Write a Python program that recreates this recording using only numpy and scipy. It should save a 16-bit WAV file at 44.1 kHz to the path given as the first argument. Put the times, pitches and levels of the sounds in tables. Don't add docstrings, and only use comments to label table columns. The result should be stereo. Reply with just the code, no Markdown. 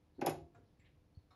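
import sys
import numpy as np
from scipy import signal
from scipy.fft import rfft, irfft, next_fast_len
from scipy.io import wavfile

SR = 44100
rng = np.random.default_rng(int(sys.argv[2]) if len(sys.argv) > 2 else 0)


def dump(signal):
    limited = np.clip(np.atleast_2d(signal).T, -1, 1)
    pcm = np.round(limited * 32767).astype(np.int16)
    wavfile.write(sys.argv[1], SR, pcm)


N = 59535
T = np.arange(SR) / SR

# (time [s], level [dB], high cut [Hz], low cut [Hz])
CASE_HITS = [(0.1821, -42.5, 292, 260), (0.1901, -35, 314, 287), (.2160, -34.5, 1630, 420),
             (.2240, -27, 453, 230), (.2465, -28.5, 637, 480), (.2672, -21, 829, 658),
             (.2835, -28.5, 504, 201), (.303, -37, 672, 456)]
BODY_HZ = [152, 219, 270, 309, 343, 363, 556, 575, 639, 704, 782, 806, 955, 1093, 1195, 1520]
BODY_DB = [-3.5, -22.5, -19.5, -15.5, -0.5, -3, -5.5, -10, -6.5, -12, -3, -4, -13.5, -11.5, -11.5, -6]
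# (pitch [Hz], level [dB], t60 [s])
BODY_SUSTAIN = (690, -20, 0.57)
# (frequency [Hz], t60 [s])
PANEL_EQ = [(30, -35), (70, -15), (150, -2.5), (260, 1), (350, -8), (470, -10.5), (600, -12.5), (790, 0.5),
            (1000, -14), (1500, -14.5), (2500, -8.5), (6000, -50.5)]
PANEL_DECAY = [(150, 0.055), (700, 0.085), (3000, 0.12)]
# (frequency [Hz], left-right correlation [0-1])
CLOSE_IMAGE = [(200, 1), (700, 0.99), (1400, 0.99), (5000, 0.55), (10000, 0.89)]


def case_knocks(attack_s=0.0023):
    out = np.zeros((2, N))
    modes = [(hz, db, 0.12 * (hz / 400) ** -0.3) for hz, db in zip(BODY_HZ, BODY_DB)]
    for s, db, high_cut, low_cut in CASE_HITS:
        body = amp(-5.5) * ring(modes + [BODY_SUSTAIN], attack_s, blur=0.0025)
        panels = amp(-1.5) * dense_ring(PANEL_EQ, PANEL_DECAY, attack_s, CLOSE_IMAGE)
        thud_hz = np.sqrt(high_cut * low_cut)
        thud = amp(9) * np.sin(2 * np.pi * thud_hz * T) * envelope(attack_s, t60=0.019)
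        knock = roll_off(body + panels + thud, high_cut, "low")
        add(out, s, amp(db) * roll_off(knock, low_cut, "high"))
    return out


# (time [s], level [dB], high cut [Hz])
STEEL_HITS = [(.2120, -37.5, 4850), (0.2611, -31, 13300), (0.265, -39, 13900), (0.2781, -33, 2880),
              (0.2842, -43.5, 2200), (0.2935, -40, 13700), (.3020, -49.5, 11020)]
LEVER_HZ = [2010, 2215, 2435, 2577, 2773, 3390, 5170, 6950, 9780, 11370]
LEVER_DB = [-9.5, -8, -4, -2.5, -7.5, -7, -3.5, -4, 7.5, 10]
# (frequency [Hz], t60 [s])
WORKS_EQ = [(400, 14.5), (1400, -6), (2600, -7.5), (4000, -5), (6800, 4.5), (8500, -18), (9800, 7),
            (11500, 2.5), (12300, -7.5), (13600, -4.5), (15500, -32)]
WORKS_T60 = [(1500, 0.23), (5000, 0.038), (12000, 0.055)]


def steel_snaps(attack_s=0.0021, low_cut_hz=700):
    out = np.zeros((2, N))
    modes = [(hz, db, 0.081 * (hz / 2500) ** -0.79) for hz, db in zip(LEVER_HZ, LEVER_DB)]
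    for s, db, high_cut in STEEL_HITS:
        lever = amp(-9) * ring(modes, attack_s, blur=0.005)
        works = dense_ring(WORKS_EQ, WORKS_T60, attack_s, CLOSE_IMAGE)
        crack = amp(-22.5) * noise(lambda f: along(WORKS_EQ, f), CLOSE_IMAGE) * fall(t60=0.011)
        snap = roll_off(lever + works, high_cut, "low") + crack
        add(out, s, amp(db) * roll_off(snap, low_cut_hz, "high"))
    return out


# (frequency [Hz], left over right [dB])
CLACK_PAN = [(60, 10), (200, 2), (700, 5), (1200, 2), (4000, 5), (7500, 1), (14000, -2)]


def lever_clack():
    return filtered(case_knocks() + steel_snaps(), lambda f: pan(along(CLACK_PAN, f)))


# (time [s], level [dB], final pitch [Hz], t60 [s])
LOW_HITS = [(0.261, -37, 160.7, .16), (0.306, -39.5, 97, 0.091), (0.356, -51, 84.8, 0.29),
            (0.419, -42, 75, .13), (0.564, -52.5, 95, 0.12), (.792, -45, 77.5, 0.057),
            (0.971, -52, 79.7, 0.13), (1.172, -32.5, 81, 0.053)]


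def low_bumps(sag_s=0.0039):
    out = np.zeros((2, N))
    for s, db, hz, t60 in LOW_HITS:
        cycles = np.cumsum(hz * (1 + np.exp(-T / sag_s))) / SR
        add(out, s, amp(db) * np.sin(2 * np.pi * cycles) * envelope(attack_s=0.0086, t60=t60))
    return out


# (time [s], level [dB], left over right [dB])
TOCK_CUE = (.546, -64, -3.4)
TICK_CUE = (1.3055, -65, 0)
# (pitch [Hz], level [dB], t60 [s])
TOCK_PALLET = [(697, -1.5, 0.21), (842, -15.5, 0.26), (1167, -8, 0.18), (1403, 0.5, 0.19),
               (1660, -8.5, 0.31), (2450, -1.5, 0.069), (3750, -17.5, 0.16), (7480, -4, 0.038)]
TICK_PALLET = [(747, -12, 0.87), (1127, -2.5, 0.45), (1280, -4, 0.26), (2200, -1.5, 0.064),
               (3720, -8.5, 0.21), (4130, -8, 0.32), (5362, -4.5, 0.086), (7601, -14.5, 0.12),
               (11200, -18.5, .15)]
# (frequency [Hz], level [dB])
RATTLE_EQ = [(60, -14), (300, 10.5), (1300, 9.5), (4000, -14), (7000, -13.5), (12000, -52)]
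# (frequency [Hz], left-right correlation [0-1])
DIFFUSE_IMAGE = [(60, 1), (300, 0.71), (700, .55), (1400, 0.083), (5000, 0.6), (12000, .3)]


def escapement():
    out = np.zeros((2, N))
    for (s, db, pan_db), modes in [(TOCK_CUE, TOCK_PALLET), (TICK_CUE, TICK_PALLET)]:
        rattle = noise(lambda f: along(RATTLE_EQ, f), DIFFUSE_IMAGE) * envelope(attack_s=0.011, t60=0.16)
        pallet = ring(modes, attack_s=0.003, blur=0.01)
        add(out, s, amp(db) * pan(pan_db) * (pallet + amp(3.5) * rattle))
    return out


# (time [s], level [dB], centre [Hz], half-width [octaves], t60 [s], left over right [dB])
CLICK_CUES = [(0.144, -82.5, 4130, 0.12, 0.75, 1), (0.564, -61.5, 313, 0.79, 0.3, 4.5),
              (0.651, -87.5, 4200, 0.41, 0.59, 11), (0.789, -76.5, 7410, 0.052, .17, 0.5),
              (0.792, -71.5, 2124, 0.27, 0.46, 0.5), (0.794, -76.5, 3870, 0.33, 0.11, 4),
              (0.845, -66.5, 2260, 0.45, 0.21, 4.5), (.854, -68.5, 3540, 0.21, 0.085, 5),
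              (1.145, -75.5, 4380, .05, 0.18, 6), (1.188, -75.5, 4000, .15, 0.059, 12.5)]


def settling_clicks(attack_s=0.0074):
    out = np.zeros((2, N))
    for s, db, hz, octaves, t60, pan_db in CLICK_CUES:
        band = noise(lambda f: -10 * np.log10(1 + (np.log2((f + 1) / hz) / octaves) ** 6), DIFFUSE_IMAGE)
        add(out, s, amp(db) * pan(pan_db) * band * envelope(attack_s, t60))
    return out


# (frequency [Hz], t60 [s])
REVERB_EQ = [(60, 11.5), (200, -6), (350, -7), (480, -7.5), (800, -7), (1500, -5), (2500, -8), (4000, -0.5),
             (5200, -6), (7000, -3), (12000, -8.5)]
REVERB_DECAY = [(80, .8), (300, 0.41), (750, 0.31), (1400, 0.24), (4000, .29), (12000, 0.19)]


def workshop_reverb(x, wet_db=-6.5):
    tail = dense_ring(REVERB_EQ, REVERB_DECAY, attack_s=0.0086, image=DIFFUSE_IMAGE)
    return amp(wet_db) * signal.fftconvolve(x, tail / np.linalg.norm(tail[0]), axes=1)[:, :N]


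# (frequency [Hz], relative level [dB])
BED_EQ = [(15, -32), (25, 3.5), (97, 4.5), (232, -7.5), (474, -13), (602, -15.5), (1110, -19.5),
          (1520, -24.5), (1690, -24), (5580, -33.5), (8090, -41.5), (11100, -36.5), (14100, -46.5)]
# (pitch [Hz], level [dB])
HUM_TONES = [(301, -81), (499, -89)]


def room_tone(bed_db=-69):
    t = np.arange(N) / SR
    hum = sum(amp(db) * unit(np.sin(2 * np.pi * (hz * t + rng.random()))) for hz, db in HUM_TONES)
    return amp(bed_db) * noise(lambda f: along(BED_EQ, f), DIFFUSE_IMAGE, size=N) + hum


# (frequency [Hz], left phase lead [rad])
PORT_LEAD = [(60, -1), (860, 0.68), (1500, 0.95), (3500, 0.87), (5100, 1), (6500, 1.1), (7700, -4),
             (8900, -0.5), (9800, -4), (11200, -5.5), (13000, -6), (14500, -15.5)]


def at_ports(x):
    return filtered(x, lambda f: np.exp(0.5j * along(PORT_LEAD, f) * np.array([[1], [-1]])))


def ring(modes, attack_s, blur, scatter_db=2.0, spread_hz=2500):
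    out = np.zeros((2, SR))
    for hz, db, t60 in modes:
        level = amp(db + scatter_db * rng.standard_normal())
        stereo_phase = min(hz / spread_hz, 0.5) * rng.standard_normal((2, 1))
        drift = np.cumsum(rng.standard_normal(SR)) * np.sqrt(2 * np.pi * blur * hz / SR)
        out += level * np.sin(2 * np.pi * hz * T + drift + stereo_phase) * envelope(attack_s, t60)
    return out


def dense_ring(eq, decay, attack_s, image):
    wash = noise(lambda f: along(eq, f), image)
    centres = np.geomspace(100, 12800, 8)
    out = np.zeros((2, SR))
    for hz in centres:
        octave = filtered(wash, lambda f: along(np.c_[centres, centres == hz], f))
        out += octave * envelope(attack_s, along(decay, hz))
    return out


def noise(colour_db, image, size=SR):
    def mid_side_gains(f):
        width = np.arccos(np.clip(along(image, f), -1, 1)) / 2
        return amp(colour_db(f)) * [np.cos(width), np.sin(width)]
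    mid, side = filtered(rng.standard_normal((2, size)), mid_side_gains)
    return unit(np.array([mid + side, mid - side]))


def envelope(attack_s, t60):
    return (1 - np.exp(-T / attack_s)) * fall(t60)


def fall(t60):
    return np.exp(-np.log(1000) * T / t60)


def filtered(x, response):
    n = x.shape[-1]
    padded = next_fast_len(n + SR // 4)
    return irfft(rfft(x, padded) * response(np.fft.rfftfreq(padded, 1 / SR)), padded)[..., :n]


def roll_off(x, hz, kind):
    return signal.sosfilt(signal.butter(2, min(hz, SR / 2 - 1), kind, fs=SR, output="sos"), x)


def along(points, hz):
    freqs, values = np.transpose(points)
    return np.interp(np.log(hz + 1), np.log(freqs + 1), values)


def add(track, s, x):
    i = round(s * SR)
    track[:, i:i + x.shape[-1]] += x[..., :N - i]


def pan(db):
    return amp(np.array([[1], [-1]]) * db / 2)


def amp(db):
    return 10 ** (np.asarray(db) / 20)


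def unit(x):
    return x / np.sqrt(np.mean(x ** 2) + 1e-20)


def scene():
    clock = lever_clack() + settling_clicks() + escapement()
    return at_ports(clock + workshop_reverb(clock)) + low_bumps() + room_tone()


def record(dry, low_cut_hz=40, top_hz=15800):
    return filtered(dry, lambda hz: (hz < top_hz) * hz ** 3 / np.hypot(hz ** 3, low_cut_hz ** 3))


dry = scene()
out = record(dry)
dump(out)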